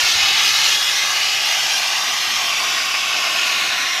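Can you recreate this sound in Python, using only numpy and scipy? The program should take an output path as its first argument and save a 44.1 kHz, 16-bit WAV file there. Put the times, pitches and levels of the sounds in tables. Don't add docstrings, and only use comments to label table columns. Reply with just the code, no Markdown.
import sys
import numpy as np
from scipy import signal
from scipy.fft import rfft, irfft
from scipy.io import wavfile
from scipy.ndimage import map_coordinates

SR = 44100
rng = np.random.default_rng(int(sys.argv[2]) if len(sys.argv) > 2 else 0)


def wrap_up_sound(samples):
    columns = np.atleast_2d(samples).T
    tamed = np.clip(columns, -1, 1)
    steps = np.round(tamed * 32767).astype(np.int16)
    wavfile.write(sys.argv[1], SR, steps)


N = 176400

# t/s, level/dB
JET_STRENGTH = [(0, -16.5), (.11, -16.5), (.3, -15), (.48, -14), (.54, -17), (.72, -16), (.78, -18.5),
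                (1.05, -18.5), (1.35, -19), (1.53, -18), (1.9, -20), (2.25, -19.5), (2.6, -19),
                (3.06, -20.5), (3.44, -18), (3.7, -19), (4, -20)]
# f/Hz, level/dB
JET_TONE = [(25, -46), (60, -32), (130, -24.5), (250, -20), (390, -20.5), (490, -21), (600, -10),
            (740, -8.5), (950, -9.5), (1100, -3), (1250, -7), (1500, -6), (2000, -3.5), (2450, -2.5),
            (2700, -1), (3200, -1.5), (3900, -3.5), (4550, -5), (5000, -4.7), (5600, -4.5), (6900, -10),
            (7600, -17), (8400, -21), (13200, -22), (14500, -30.5), (15500, -37)]
# t/s, level/dB
TREBLE_BOOST = [(0, 1.5), (.35, -3), (.55, 1.5), (.75, 2), (1.05, 1), (1.4, 0.2), (1.75, 1.5), (2.2, .5),
                (2.7, 0), (3.1, -0.5), (3.45, -1), (4, -2.5)]
ROAR_BOOST = [(0, -1.5), (.45, -3), (.75, -0.5), (1.1, 0), (1.5, -0.5), (2, 2.5), (2.5, 2), (3.1, 3.5),
              (3.45, 2), (4, 1.5)]
# t/s, f/Hz, height/dB, width/octaves
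BRIGHT_PEAK = [(0, 4200, 1.5, 0.37), (.3, 4300, 3.5, 0.21), (.55, 4760, 1.5, 0.22), (.66, 3480, 3, .14),
               (.78, 3350, 5.5, 0.06), (.92, 3500, 4.5, .06), (1.08, 2830, 4, 0.057),
               (1.6, 2900, 1.5, 0.13), (2.15, 2350, 0, 0.44), (2.7, 2700, 2.5, 0.071),
               (3.4, 2780, 1.5, 0.21), (4, 2150, 2.5, .3)]
# t/s, f/Hz, height/dB, width/octaves
HOLLOW_PEAK = [(0, 800, -1, 0.11), (.25, 765, 5.5, .13), (.6, 910, 0.5, 0.11), (.9, 794, -1.5, .13),
               (1.2, 790, 4.5, 0.11), (1.7, 840, 2, .15), (2.4, 846, 0, 0.14), (4, 760, 0.5, 0.13)]

# t/s, delay/ms
GROUND_DELAY = [(0, 2.19), (.28, 2.387), (.5, 2.356), (.95, 2.422), (1.38, 2.408), (1.75, 2.487),
                (2.3, 2.501), (2.7, 2.635), (3.12, 2.688), (3.42, 2.787), (4, 2.797)]
SIDE_DELAY = [(0, 2.773), (.24, 2.755), (.5, 2.4), (.92, 1.99), (1.23, 1.682), (1.6, 1.333), (1.9, 1.11),
              (2.2, .965), (2.75, .833), (3.3, .782), (4, .715)]
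CLOSE_DELAY = [(0, .8), (.25, .781), (.5, .8), (.75, .638), (1, .509), (1.25, .408), (1.5, .366),
               (2.25, .343), (2.6, .375), (3.25, .389), (3.5, .441), (4, .54)]
# f/Hz, level/dB
GROUND_TONE = [(500, -10), (1200, -8), (2200, -8), (4000, -9.5), (10000, -16)]
SIDE_TONE = [(500, -13.5), (2000, -12.5), (4000, -12), (10000, -9)]
CLOSE_TONE = [(500, -17.5), (4000, -11.5), (10000, -14.5)]
# t/s, level/dB
GROUND_BOOST = [(0, 1.5), (.8, 1.5), (1.5, 0.5), (2.5, -3), (4, 0.5)]
# t/s, level/dB
SIDE_BOOST = [(0, 2), (.6, -1.5), (1.2, -1), (2, 1), (3.2, -2.5), (4, -5)]
CLOSE_BOOST = [(0, -17), (.3, -5), (1.2, -1.5), (2, -11), (2.6, -2.5), (3.2, -0.5), (4, 3.5)]

# t/s, length/s, level/dB
WIND_BUMPS = [(0.036, .05, -45), (.16, .04, -43), (0.23, .05, -46), (0.337, 0.033, -49), (2.29, .06, -56)]
# t/s, level/dB
RUMBLE_LEVEL = [(0, -56), (.5, -48.5), (.7, -54), (.95, -57.5), (4, -78)]

TIME = np.arange(N) / SR


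def jet():
    clumps_per_s, spread_db, clump_db, jet_db = 2000, 2.5, -14, -1.1
    gas = rng.standard_normal(N)
    sizes = amp(spread_db * np.minimum(rng.exponential(1, N), 5))
    signs = rng.choice([-1, 1], N)
    clumps = sizes * signs * (rng.random(N) < clumps_per_s / SR)
    hiss = unit(colour(gas + amp(clump_db) * unit(clumps), JET_TONE))
    slicing = dict(fs=SR, nperseg=512, noverlap=384)
    hz, t, slices = signal.stft(hiss, **slicing)
    slices = slices * amp(aim_tone(hz, t) + turbulence(hz, t))
    hiss = signal.istft(slices, **slicing)[1][:N]
    return hiss * amp(jet_db + curve(JET_STRENGTH))


def turbulence(hz, t):
    patch_db, patch_s, patch_hz = 1.05, 0.037, 397
    sputter_db, sputter_s = 0.31, 0.0081
    patches = blur(rng.standard_normal((len(hz), len(t))), patch_hz / hz[1], axis=0)
    patches = blur(patches, patch_s / t[1], axis=1)
    sputter = blur(rng.standard_normal((1, len(t))), sputter_s / t[1], axis=1)
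    return patch_db * unit(patches) + sputter_db * unit(sputter)


def aim_tone(hz, t):
    treble_edge_hz, roar_edge_hz = (3500, 4200), (1250, 2200)
    treble = np.outer(np.interp(hz, treble_edge_hz, [0, 1]), curve(TREBLE_BOOST, t))
    roar = np.outer(np.interp(hz, roar_edge_hz, [1, 0]), curve(ROAR_BOOST, t))
    return treble + roar + peak(BRIGHT_PEAK, hz, t) + peak(HOLLOW_PEAK, hz, t)


def peak(table, hz, t):
    when, *columns = np.transpose(table)
    centre, height, width = (np.interp(t, when, column) for column in columns)
    octaves_away = np.log2((hz[:, None] + 1) / centre)
    return height * np.exp(-(octaves_away / width) ** 2 / 2)


def echo(sound, delay_ms, tone, boost):
    earlier_samples = (TIME - curve(delay_ms) / 1000) * SR
    delayed = map_coordinates(colour(sound, tone), [earlier_samples], order=3, mode="mirror")
    return amp(curve(boost)) * delayed


def wind():
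    push = sum(amp(db) * np.exp(-(2 * (TIME - when) / length) ** 2) for when, length, db in WIND_BUMPS)
    return push * band_noise(edges_hz=(25, 95))


def rumble():
    return amp(curve(RUMBLE_LEVEL)) * band_noise(edges_hz=(95, 190))


def amp(db):
    return 10 ** (np.asarray(db) / 20)


def unit(x):
    return x / np.sqrt(np.mean(x ** 2) + 1e-20)


def curve(points, t=TIME):
    return np.interp(t, *np.transpose(points))


def colour(x, tone):
    table_hz, table_db = np.transpose(tone)
    hz = np.fft.rfftfreq(N, 1 / SR)
    db = np.interp(np.log(hz + 1), np.log(table_hz + 1), table_db)
    return irfft(rfft(x) * amp(db), N)


def band_noise(edges_hz):
    band = signal.butter(2, edges_hz, "band", fs=SR, output="sos")
    return unit(signal.sosfilt(band, rng.standard_normal(2 * N))[N:])


def blur(x, width, axis):
    f = np.fft.fftfreq(x.shape[axis])
    bell = np.expand_dims(np.exp(-(np.pi * f * width) ** 2 / 2), 1 - axis)
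    return np.fft.ifft(np.fft.fft(x, axis=axis) * bell, axis=axis).real


def scene():
    direct = jet()
    ground = echo(direct, GROUND_DELAY, GROUND_TONE, GROUND_BOOST)
    side = echo(direct, SIDE_DELAY, SIDE_TONE, SIDE_BOOST)
    close = echo(direct, CLOSE_DELAY, CLOSE_TONE, CLOSE_BOOST)
    mono = direct + ground + side + close + wind() + rumble()
    return np.array([mono, mono])


def record(dry):
    cut_hz = 15650
    low_pass = signal.firwin(511, cut_hz, window=("kaiser", 9), fs=SR)
    return signal.oaconvolve(dry, low_pass[None], "same", axes=1)


dry = scene()
out = record(dry)
wrap_up_sound(out)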